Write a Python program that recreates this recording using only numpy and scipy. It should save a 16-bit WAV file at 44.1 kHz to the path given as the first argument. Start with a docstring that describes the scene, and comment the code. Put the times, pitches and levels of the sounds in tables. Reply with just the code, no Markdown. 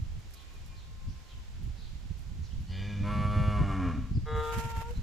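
"""A pasture: a cow moos, first a nasal hum, then through the open mouth as the voice sinks into a rasp.
A second, higher call thins to a squeal while dry grass rustles close by.
Both calls are fold pulses and sine harmonics, the pulses shaped by resonances of throat, mouth and nose.
Wind, grass and distant trees are coloured noise; small birds and thin far calls are gliding sines."""
import sys
import numpy as np
from scipy import signal
from scipy.fft import rfft, irfft, next_fast_len
from scipy.io import wavfile
from scipy.ndimage import uniform_filter1d, map_coordinates

SR = 44100
rng = np.random.default_rng(int(sys.argv[2]) if len(sys.argv) > 2 else 0)


def to_wav(s):
    """Save 16-bit WAV."""
    ch = np.atleast_2d(s).T  # columns
    pcm = np.round(np.clip(ch, -1, 1) * 32767)  # PCM
    wavfile.write(sys.argv[1], SR, pcm.astype(np.int16))


N = 221734


def seconds():
    """Time of every sample in seconds."""
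    return np.arange(N) / SR


def amp(db):
    """Decibels to gain."""
    return 10 ** (np.asarray(db) / 20)


def unit(x):
    """x at rms 1."""
    return x / np.sqrt(np.mean(x ** 2) + 1e-20)


def along(points, hz):
    """(Hz, value) points read on a log frequency axis."""
    point_hz, value = np.transpose(points)
    return np.interp(np.log(hz + 1), np.log(point_hz + 1), value)


def curves(rows):
    """One value per sample for each column after the time."""
    time_s, *columns = np.transpose(rows)
    return [np.interp(seconds(), time_s, column) for column in columns]


def during(start, end, fade):
    """1 between two times, with linear fades inside them."""
    t = seconds()
    return np.clip(np.minimum(t - start, end - t) / fade, 0, 1)


def swell(start, attack, hold_until, t60, db):
    """Gain that rises, holds and dies away; times in seconds."""
    t = seconds()
    rise = 1 - np.exp(-np.maximum(t - start, 0) / attack)
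    return rise * amp(db - 60 * np.maximum(t - hold_until, 0) / t60)


def wobble(rate_hz):
    """Smooth random curve through rate_hz random knots a second."""
    knots = rng.standard_normal(int(N * rate_hz / SR) + 4)
    return map_coordinates(knots, [np.arange(N) * rate_hz / SR])


def filtered(x, response):
    """x through a response given as a function of Hz."""
    size = 2 * next_fast_len(N // 2 + 8192)
    return irfft(rfft(x, size) * response(np.fft.rfftfreq(size, 1 / SR)), size)[..., :N]


def rush(spectrum, alike):
    """Stereo noise of rms 1 with a given colour and left-right likeness."""
    def mid_side_gain(hz):
        angle = np.arccos(np.clip(along(alike, hz), -1, 1)) / 2
        return amp(along(spectrum, hz)) * np.array([np.cos(angle), np.sin(angle)])
    mid, side = filtered(rng.standard_normal((2, N)), mid_side_gain)
    return unit(np.array([mid + side, mid - side]))


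def pan(x, left_db):
    """Make left louder than right by left_db; negative leans right."""
    return x * amp([[left_db / 2], [-left_db / 2]])


# Wind strength on the microphone. Each row: time in seconds, strength in dB.
WIND_STRENGTH = [(0, -39), (0.12, -44), (0.21, -44), (0.38, -57), (0.6, -50.5), (0.7, -45), (0.85, -51),
                 (0.92, -45.5), (1.0, -47.5), (1.07, -43), (1.2, -47), (1.27, -55), (1.36, -46),
                 (1.43, -49), (1.53, -41.5), (1.69, -42), (1.77, -47.5), (1.94, -43), (2.01, -49),
                 (2.07, -44.5), (2.17, -46.5), (2.33, -42.5), (2.48, -43), (2.6, -37.5), (2.67, -43.5),
                 (2.9, -43), (3.2, -34), (3.55, -33.5), (3.72, -35.5), (3.87, -39.5), (4.06, -39),
                 (4.2, -38.5), (4.28, -38), (4.37, -37), (4.43, -43), (4.5, -39.5), (4.72, -43),
                 (4.88, -43.5), (5.03, -39)]
# Single buffets. Each row: centre in seconds, half length in seconds, level in dB, depth 0-1.
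WIND_BUFFETS = [(0.028, 0.012, -27.5, 0.9), (0.185, 0.014, -37, 0.68), (0.786, 0.012, -41.5, 1),
                (1.09, 0.027, -39.5, 0.2), (1.62, 0.02, -41.5, 0.4), (1.672, 0.032, -37, 0.45),
                (1.961, 0.017, -37, 0.87), (2.058, 0.0078, -40.5, 0.25), (2.112, 0.0097, -31, 0.57),
                (2.323, 0.022, -40.5, 0.5), (2.396, 0.034, -43, 0), (2.54, 0.011, -36, 0.2),
                (2.706, 0.011, -32, 0.78), (3.024, 0.018, -30, 0.4), (3.184, 0.037, -29.5, 0),
                (3.371, 0.016, -24.5, 0.4), (3.415, 0.016, -26, 0.22), (3.481, 0.0098, -22, 0),
                (3.615, 0.027, -20.5, 0.34), (3.87, 0.021, -25.5, 1), (3.986, 0.016, -29, 0.18),
                (4.121, 0.011, -27, 0.13), (4.169, 0.017, -23, 0.07), (4.239, 0.011, -33, 0.4),
                (4.374, 0.033, -29, 0.9), (4.583, 0.014, -28, 0.4), (4.657, 0.018, -32.5, 0.26),
                (4.783, 0.018, -31.5, 0.63), (4.905, 0.011, -36, 0.3), (4.988, 0.016, -26.5, 0.68)]
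# Side the wind strikes. Each row: time in seconds, left minus right in dB.
WIND_SIDE_DB = [(0, -2), (.7, -0.5), (1.2, -1.5), (1.8, -6.5), (2.3, -9), (2.7, -2.5), (3.5, -1), (4.3, 0),
                (4.8, -0.5)]
# Colour of the low wind noise. Each row: frequency in Hz, relative density in dB per Hz.
RUMBLE_COLOUR = [(10, -7.5), (28, 4), (45, 0.5), (62, 2), (90, -3), (130, -13.5), (200, -22), (400, -59),
                 (900, -110)]
# Colour of the faster wind noise. Each row: frequency in Hz, relative density in dB per Hz.
FLUTTER_COLOUR = [(30, -30), (65, -0.5), (100, -2), (150, -7), (220, -15), (320, -31), (500, -49),
                  (900, -80), (2000, -120)]
BREEZE_DB = -45.5  # strength at which the two levels below hold
RUMBLE_DB, RUMBLE_DB_PER_WIND_DB = -42.5, 0.77
FLUTTER_DB, FLUTTER_DB_PER_WIND_DB = -54, 1.55


def wind():
    """Eddies rumble on the microphone ports, brighter as the wind grows; single buffets thump."""
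    t = seconds()
    gust_db = curves(WIND_STRENGTH)[0] - BREEZE_DB
    side_db, = curves(WIND_SIDE_DB)

    rumble_db = RUMBLE_DB + RUMBLE_DB_PER_WIND_DB * gust_db + 1.3 * wobble(15)
    rumble = amp(rumble_db) * rush(RUMBLE_COLOUR, [(25, 0.047), (70, 0.14), (200, 0.1)])
    flutter_db = FLUTTER_DB + FLUTTER_DB_PER_WIND_DB * gust_db + 6.85 * np.tanh(wobble(26))
    flutter = amp(flutter_db) * rush(FLUTTER_COLOUR, [(100, 0.88)])

    bounded = np.tanh(rush(FLUTTER_COLOUR, [(100, 0.88)]))  # a thump swings with bounded pressure
    eddies = filtered(bounded, lambda hz: 1 / (1 + (hz / 400) ** 6))
    sharp = unit(eddies)
    deep = unit(filtered(eddies, lambda hz: 1 / (1 + (hz / 75) ** 4)))
    thumps = 0
    for centre_s, half_s, db, depth in WIND_BUFFETS:
        push = np.exp(-((t - centre_s) / half_s) ** 2)
        thump = unit(push * ((1 - depth) * sharp + depth * deep))
        thumps += amp(db) * np.sqrt(np.mean(push ** 2)) * thump
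    return (rumble + flutter + thumps) * amp([side_db / 2, -side_db / 2])


# Colour of the distant trees. Each row: frequency in Hz, relative density in dB per Hz.
TREES_COLOUR = [(180, -4), (300, -4), (620, -10), (781, -8), (921, -10), (1050, -8), (1140, -12),
                (1300, -10), (2830, -10), (3810, -11.5), (7360, -16), (8400, -24), (12500, -28.5),
                (15500, -30)]
# Level of the trees. Each row: time in seconds, level in dB.
TREES_LEVEL = [(0, -59), (4.12, -59.5), (4.15, -61.5), (4.5, -58.5)]
# Stereo spread of the trees. Each row: frequency in Hz, left-right likeness (1 = identical).
TREES_ALIKE = [(60, 0.02), (180, 0.097), (550, 0.85), (1650, 0.2), (4970, 0.23), (15000, 0.48)]


def trees():
    """Distant trees: a broad noise bed whose level sways slightly."""
    level_db = curves(TREES_LEVEL)[0] + 0.4 * wobble(3.2)
    return pan(amp(level_db) * rush(TREES_COLOUR, TREES_ALIKE), left_db=-2.5)


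# Colour of brushing blades. Each row: frequency in Hz, relative density in dB per Hz.
STRAW_COLOUR = [(200, -2), (500, 6), (1400, 5), (2400, 6), (4000, -5), (7500, -1.5), (8800, -11),
                (12500, -7.5), (14200, -11), (14800, -44)]
# Stalks snapping. Each row: time in seconds, crackle in dB, body in dB re crackle, t60 in seconds.
STALK_SNAPS = [(0.1903, -70.5, 6, 0.2), (0.3062, -63, 0, 0.2), (0.338, -54, -10, 0.12),
               (0.4124, -68, -8, 0.19), (0.5367, -64.5, -14, 0.15), (0.6604, -65.5, -16, 0.16),
               (1.6315, -68, -4, 0.26), (2.1804, -64.5, -17, 0.29), (2.6034, -68, -6, 0.25),
               (4.581, -45.5, -17, 0.15), (4.766, -58.5, 10, 0.12), (4.816, -51.5, 10.5, 0.05),
               (4.908, -60, 7, 0.076)]


def grass():
    """Dry blades brush in dense crackles, and now and then a stalk bends and snaps."""
    t = seconds()
    grain = amp(1.7 * wobble(900) + 2.7 * wobble(45))
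    rustle = unit(grain * rush(STRAW_COLOUR, [(500, 0.081), (2000, 0), (8000, 0.0)]))
    brush = swell(start=4.343, attack=0.16, hold_until=4.545, t60=1.82, db=-44.5) * rustle

    crackle, body = np.zeros(N), np.zeros(N)
    for snap_s, db, body_db, t60_s in STALK_SNAPS:
        bend_and_break = amp(db - 60 * np.maximum((snap_s - t) / 0.026, (t - snap_s) / t60_s))
        crackle += bend_and_break
        body += bend_and_break * amp(body_db)
    crisp_colour = [(2000, -23), (4500, 7.5), (8000, 4.0), (12500, 6.5), (14200, 5), (15000, -25)]
    dull_colour = [(200, -1), (600, 10.0), (2000, 3.5), (4000, -4.5), (8000, -27)]
    crisp = crackle * rush(crisp_colour, [(8000, 0.08)])
    dull = body * rush(dull_colour, [(1000, 0.14)])
    return pan(brush + (crisp + dull) * unit(amp(4.8 * wobble(500))), left_db=-6.0)


# Far birds. Each row: start in seconds, start pitch in Hz, end pitch in Hz, length in seconds,
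# level in dB, hoarseness as a share of the pitch.
BIRD_CHIRPS = [(0.332, 4320, 3100, 0.11, -59, 0.11), (0.734, 4810, 3250, 0.13, -61, 0.09),
               (1.062, 4480, 5730, 0.082, -62.5, 0.12), (1.271, 4280, 2574, 0.09, -58.5, 0.14),
               (1.744, 4840, 3355, 0.17, -59, 0.12), (2.416, 5630, 4150, 0.081, -60, 0.2),
               (2.495, 2760, 3790, 0.051, -61.5, 0.079), (4.131, 5140, 4320, 0.054, -58.5, 0.055),
               (4.941, 4060, 4130, 0.047, -59.5, 0.048)]
# Thin far calls. Each row: start in seconds, end in seconds, pitch in Hz, level in dB.
FAR_NOTES = [(0.335, 0.46, 1088, -63.5), (0.5, 0.65, 1088, -69.5), (.7, 0.798, 1075, -62.5),
             (.81, 1.1, 1060, -67), (1.09, 1.416, 1052, -67.5), (0.32, 0.42, 2440, -69),
             (0.43, 0.6, 2440, -67.5), (0.673, 0.76, 2420, -69.5)]
FAR_SAG_PER_S, FAR_WAVER = 0.032, 0.0034  # shares of the pitch


def far_animals():
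    """Sliding sines with hoarse pitch noise chirp; thin sines sag slowly."""
    t = seconds()
    out = np.zeros(N)
    trill = wobble(700)
    for start_s, start_hz, end_hz, length_s, db, hoarse in BIRD_CHIRPS:
        progress = np.clip((t - start_s) / length_s, 0, 1)
        pitch_hz = (start_hz + (end_hz - start_hz) * progress) * (1 + hoarse * trill)
        out += amp(db) * np.sin(np.pi * progress) * np.sin(2 * np.pi * np.cumsum(pitch_hz) / SR)

    waver = 1 + FAR_WAVER * wobble(59.0)
    flicker = amp(1.3 * wobble(11.76))
    for start_s, end_s, hz, db in FAR_NOTES:
        pitch_hz = hz * waver * (1 - FAR_SAG_PER_S * (t - start_s))
        tone = np.sin(2 * np.pi * np.cumsum(pitch_hz) / SR)
        out += amp(db) * flicker * during(start_s, end_s, fade=0.021) * tone
    return out


# Echo decay. Each row: frequency in Hz, t60 in seconds.
FIELD_DECAY = [(200, 0.57), (1500, 0.49), (5000, 0.94), (12000, 0.025)]


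def echo(x):
    """Diffuse answer of the ground and the tree line: decaying stereo noise convolved with x."""
    hz, t, bins = signal.stft(rng.standard_normal((2, SR)), SR, nperseg=256)
    decay = amp(-60 * t / along(FIELD_DECAY, hz)[:, None])
    tail = signal.istft(bins * decay, SR, nperseg=256)[1]
    return signal.fftconvolve(x[None], tail / np.linalg.norm(tail[0]), axes=1)[:, :N]


def folds(cycles, rough, jitter_s, shimmer_db, air):
    """One vocal fold pulse per cycle, uneven in time and size when rough, each with a turbulent puff."""
    at = np.flatnonzero(np.diff(np.floor(cycles)) > 0)
    chance = rng.standard_normal((len(at), 2))
    when = np.interp(np.floor(cycles[at + 1]), cycles, np.arange(N))
    when = when + jitter_s * SR * rough[at] * chance[:, 0]
    # windowed sincs place pulses between samples
    taps = np.floor(when)[:, None] + np.arange(-7, 9)
    offset = taps - when[:, None]
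    shape = np.sinc(offset) * np.cos(np.pi * offset / 16) ** 2
    sizes = amp(shimmer_db * rough[at] * chance[:, 1])
    places = np.clip(taps, 0, N - 1).astype(int)
    pulses = np.bincount(places.ravel(), (shape * sizes[:, None]).ravel(), N)
    puffs = rng.standard_normal(N) * np.exp(-3.5 * (cycles % 1))
    return unit(pulses) + air * rough * unit(puffs)


def tract(x, modes):
    """Causal filter with steep-sided resonances, made minimum-phase through the cepstrum."""
    def response(hz):
        power = sum(amp(db) ** 2 / (1 + ((hz - centre_hz) / (width_hz / 2)) ** 2) ** 2
                    for centre_hz, width_hz, db in modes)
        cepstrum = irfft(np.log(power + 1e-12) / 2)
        half = len(cepstrum) // 2
        cepstrum[1:half] *= 2
        cepstrum[half:] = 0
        return np.exp(rfft(cepstrum))
    return filtered(x, response)


def morph(x, shapes, position):
    """x through a tract that glides from one shape to the next as position passes 0, 1, 2."""
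    position = np.clip(position, 0, len(shapes) - 1)
    return sum(np.maximum(1 - np.abs(position - k), 0) * tract(x, modes)
               for k, modes in enumerate(shapes))


def scatter(x, above_hz, decay_s):
    """Ground and body answer within milliseconds and blur the treble of every pulse."""
    t = np.arange(SR // 20) / SR
    spread = rng.standard_normal(len(t)) * amp(-60 * t / decay_s)
    phase = np.angle(rfft(np.pad(spread, len(t))))
    spread = irfft(np.exp(1j * phase))  # smears time, keeps the colour
    blurred = signal.fftconvolve(x, spread)[len(t):len(t) + N]
    direct = lambda hz: 1 / (1 + (hz / above_hz) ** 20)
    clear_bass = filtered(x, lambda hz: np.sqrt(direct(hz)))
    return clear_bass + filtered(blurred, lambda hz: np.sqrt(1 - direct(hz)))


# Voice of the moo. Each row: time in seconds, pitch in Hz, roughness 0-1.
MOO_VOICE = [(2.66, 90.43, 0.11), (2.754, 94.1, 0.18), (2.834, 98.77, 0.16), (2.895, 103.7, 0.15),
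             (2.938, 102.5, 0.13), (3.001, 99.4, 0.08), (3.08, 103.2, 0.18), (3.35, 104.2, 0.08),
             (3.532, 104.1, 0.25), (3.646, 99.5, 0.14), (3.792, 92.8, 0.23), (3.86, 88.76, 0.37),
             (3.92, 81.14, 0.65), (3.968, 69.94, 0.94), (3.99, 65.9, 1), (4.09, 56.7, 0.8)]
# Open mouth. Each row: resonance in Hz, width in Hz, relative level in dB.
MOUTH_OPEN = [(489, 156, -5.5), (605.4, 41, -2), (870, 95, -8.5), (1018, 27, -3), (1146, 67, 0.5),
              (1191, 110, -4.5), (1338, 60, -3.5), (1530, 130, -14), (1806, 220, -12.5), (2227, 170, -11),
              (2367, 76, -13.5), (2550, 120, -20), (2840, 250, -18.5), (3220, 140, -23), (3480, 170, -22),
              (4010, 110, -27.5), (4490, 250, -25.5), (2570, 4000, -32), (6400, 4900, -41.5),
              (10200, 2500, -42)]
# Slackening mouth. Each row: resonance in Hz, width in Hz, relative level in dB.
MOUTH_SLACK = [(412.5, 113.7, -7.5), (614, 51, -3.5), (713, 150, -7.5), (1022, 36, -5), (1130, 110, 1),
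               (1375, 74, -4), (1660, 250, -16.5), (1826, 72, -13), (2180, 170, -15), (2335, 140, -18),
               (2860, 210, -18), (3470, 230, -27), (3830, 120, -31), (2400, 2500, -32), (5940, 5000, -38.5),
               (10400, 1600, -46)]
# Mouth in the closing rasp. Each row: resonance in Hz, width in Hz, relative level in dB.
MOUTH_RASP = [(383, 340, -5.5), (613, 190, -7.5), (1095, 91.5, 1.5), (1345, 99, -3.5), (1670, 180, -10.5),
              (1860, 210, -15.5), (2390, 250, -12.5), (2810, 140, -21), (3153, 82, -20), (3530, 82, -30),
              (3800, 120, -31), (2400, 2600, -31.5), (6000, 2920, -39.5)]
# Mouth movement. Each row: time in seconds, shape (0 open, 1 slack, 2 rasp).
MOUTH_SHAPE = [(3.48, 0.12), (3.63, 1), (3.74, 1.1), (3.85, 1.65)]
# Nose. Each row: resonance in Hz, width in Hz, level in dB, start in seconds,
# end of hold in seconds, t60 in seconds.
NOSE_MODES = [(454, 510, -55.5, 2.674, 2.95, 0.66), (990, 980, -61.5, 2.685, 2.89, 1),
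              (1678, 75, -59, 2.695, 2.91, 0.76), (1930, 180, -58.5, 2.685, 2.81, 0.79),
              (2383, 180, -55.5, 2.7, 2.9, 1.4), (2955, 130, -57, 2.64, 2.82, 0.6),
              (3150, 190, -55.5, 2.69, 2.79, 0.39), (3526, 170, -55, 2.7, 2.76, 1.3),
              (4320, 95, -63.5, 2.5, 2.73, 0.42), (4700, 390, -56.5, 2.668, 2.717, 0.67),
              (5740, 1600, -70, 2.65, 2.94, 1)]
# Head and chest boom, which the lowest harmonics slide through. Each row: frequency in Hz, level in dB.
CHEST_BOOM = [(65, -47), (100, -35), (165, -39.5), (193, -39), (208, -36), (240, -42.5), (268, -32),
              (283, -41), (312, -54), (400, -89)]
# Change of harmonics 1-4 of the boom while the mouth is shut, in dB.
CLOSED_HARMONICS_DB = (-3.5, -8, -40, -22)
MOUTH_OPENS_S, MOUTH_HOLD_UNTIL_S, MOUTH_DB = 3.028, 3.897, -21
LIPS_LEAK_DB = -18.5  # closed lips against the open mouth
BOOM_T60_S, NOSE_ATTACK_S = 0.91, 0.05
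QUAVER_DB = 1  # unsteadiness of the mouth voice


def moo():
    """Slow fold pulses leave by nose, then mouth; low harmonics boom from head and chest."""
    t = seconds()
    start_s, end_s = MOO_VOICE[0][0], MOO_VOICE[-1][0]
    hz, rough = curves(MOO_VOICE)
    rough = np.clip(rough, 0, 1)
    cycles = np.cumsum(hz * (1 + 0.00926 * rough * wobble(45))) / SR
    crisp = folds(cycles, rough, jitter_s=0.00016, shimmer_db=3.5, air=0.4)
    crisp = crisp / np.sqrt(uniform_filter1d(crisp ** 2, size=4096))  # even loudness

    # pressure builds up behind the lips
    pressure = np.clip((t - start_s) / (MOUTH_OPENS_S - start_s), 0, 1) ** 3
    spent_s = np.maximum(t - MOUTH_HOLD_UNTIL_S, 0)
    harmonics = 0
    for k, closed_db in enumerate(CLOSED_HARMONICS_DB, 1):
        level_db = along(CHEST_BOOM, k * hz) + closed_db * (1 - pressure)
        harmonics += amp(level_db) * np.sin(2 * np.pi * k * cycles)
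    boom = np.sqrt(2) * harmonics * amp(-60 * spent_s / BOOM_T60_S)

    leak = amp(MOUTH_DB + LIPS_LEAK_DB) * pressure
    opening = swell(MOUTH_OPENS_S, 0.018, MOUTH_HOLD_UNTIL_S, t60=0.39, db=MOUTH_DB)
    quaver = amp(QUAVER_DB * wobble(24.05))
    blurred = scatter(crisp, above_hz=2000, decay_s=0.031)
    voice = morph(blurred, [MOUTH_OPEN, MOUTH_SLACK, MOUTH_RASP], curves(MOUTH_SHAPE)[0])
    mouth = np.maximum(opening, leak) * quaver * voice

    nasal = scatter(crisp, above_hz=2600, decay_s=0.015)
    nose = 0
    for centre_hz, width_hz, db, ring_s, hold_until_s, t60_s in NOSE_MODES:
        ring = unit(tract(nasal, [(centre_hz, width_hz, 0)]))
        nose += swell(ring_s, NOSE_ATTACK_S, hold_until_s, t60_s, db) * ring
    return (boom + mouth + nose) * during(start_s, end_s, fade=0.032)


# Squeal: holds, sags, flips upward. Each row: time in seconds, pitch in Hz, level in dB,
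# mouth opening 0-1.
SQUEAL_VOICE = [(4.256, 455, -46, 0.42), (4.292, 457.5, -37, 0.17), (4.34, 457.6, -35.5, 0.27),
                (4.378, 456.4, -31, 0.23), (4.52, 458.5, -32, 0.47), (4.62, 460, -35.5, 0.64),
                (4.7, 458.7, -38, 0.73), (4.81, 451.8, -41.5, 0.94), (4.845, 461.4, -43.5, 0.87),
                (4.885, 469, -40, 0.61), (4.912, 484, -44.5, 0.1), (4.945, 488, -56, 0)]
# Squeal harmonics, from the first. Each row: dB with the mouth narrow, dB with it wide.
SQUEAL_OVERTONES = [(1.5, -16), (-21, -0.5), (-19.5, 0.5), (-44, -12), (-53, -12), (-45, -9.5), (-58, -15),
                    (-69, -12)]
# Low register, at a third of the squeal's pitch. Each row: time in seconds, level in dB,
# roughness 0-1, throat shape (0 tight, 1 wide).
BLEAT_VOICE = [(4.249, -31, 0.49, 0), (4.29, -24, 0.29, 0.047), (4.335, -21.5, 0.27, 0.24),
               (4.365, -18, 0.39, 0.32), (4.4, -18.5, 0.24, 0.41), (4.45, -21.5, 0.23, 0.95),
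               (4.51, -23, 0.38, 0.94), (4.55, -29.5, 0.79, 0.76), (4.61, -38, .7, 0.75)]
# Tight throat. Each row: resonance in Hz, width in Hz, relative level in dB.
THROAT_TIGHT = [(312, 66, -20), (727, 270, -10), (1050, 50, -11), (1193, 91, 0), (1610, 170, -5.5),
                (1790, 150, -16), (2040, 190, -9.5), (2950, 130, -19), (3390, 155, -12.5), (3844, 114, -14),
                (7200, 2400, -43)]
# Widened throat. Each row: resonance in Hz, width in Hz, relative level in dB.
THROAT_OPEN = [(312, 51, -17.5), (600, 80, -17), (770, 100, -9.5), (1206, 74, 1), (1590, 85, -5),
               (2040, 300, -28), (2910, 190, -23), (3440, 225, -13.5), (3860, 160, -17),
               (7100, 1500, -33.5)]
TIRES_AT_S, DULLS_DB_PER_S = 4.5, 30.5  # from here harmonics 3 and up fade


def high_call():
    """A squeal with a rough lower voice locked to every third cycle, which drops out midway."""
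    t = seconds()
    hz, level_db, gape = curves(SQUEAL_VOICE)
    cycles = np.cumsum(hz * (1 + 0.0026 * wobble(60) + 0.00128 * wobble(10))) / SR
    dull_db = DULLS_DB_PER_S * np.maximum(t - TIRES_AT_S, 0)
    tone = 0
    for k, (narrow_db, wide_db) in enumerate(SQUEAL_OVERTONES, 1):
        harmonic_db = (1 - gape) * narrow_db + gape * wide_db - (k > 2) * dull_db
        tone += amp(harmonic_db) * np.sin(2 * np.pi * k * cycles)
    squeal = np.sqrt(2) * tone * amp(level_db)
    squeal = squeal * during(SQUEAL_VOICE[0][0], SQUEAL_VOICE[-1][0], fade=0.01)

    bleat_db, rough, shape = curves(BLEAT_VOICE)
    source = folds(cycles / 3, np.clip(rough, 0, 1), jitter_s=0.000025, shimmer_db=3, air=0.45)
    bleat = morph(source, [THROAT_TIGHT, THROAT_OPEN], shape) * amp(bleat_db)
    return squeal + bleat * during(BLEAT_VOICE[0][0], BLEAT_VOICE[-1][0], fade=0.022)


def scene():
    """Two calls straight ahead, distant life behind, wind and grass at the microphone."""
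    low, high, far = moo(), high_call(), far_animals()
    # leaves throw back mostly treble
    leaves_db = [(200, -12.5), (1100, -5), (2500, -6.0), (6000, -4.0)]
    returned = filtered(echo(low)[0], lambda hz: amp(along(leaves_db, hz)))
    calls = low + returned + high + amp(-12.5) * echo(high)
    distant = pan(far + amp(-3.5) * echo(far), left_db=1)
    return calls + distant + trees() + wind() + grass()


TOP_HZ = 15500


def record(dry):
    """Nothing is kept from the band limit up."""
    return filtered(dry, lambda hz: hz < TOP_HZ)


dry = scene()
out = record(dry)
to_wav(out)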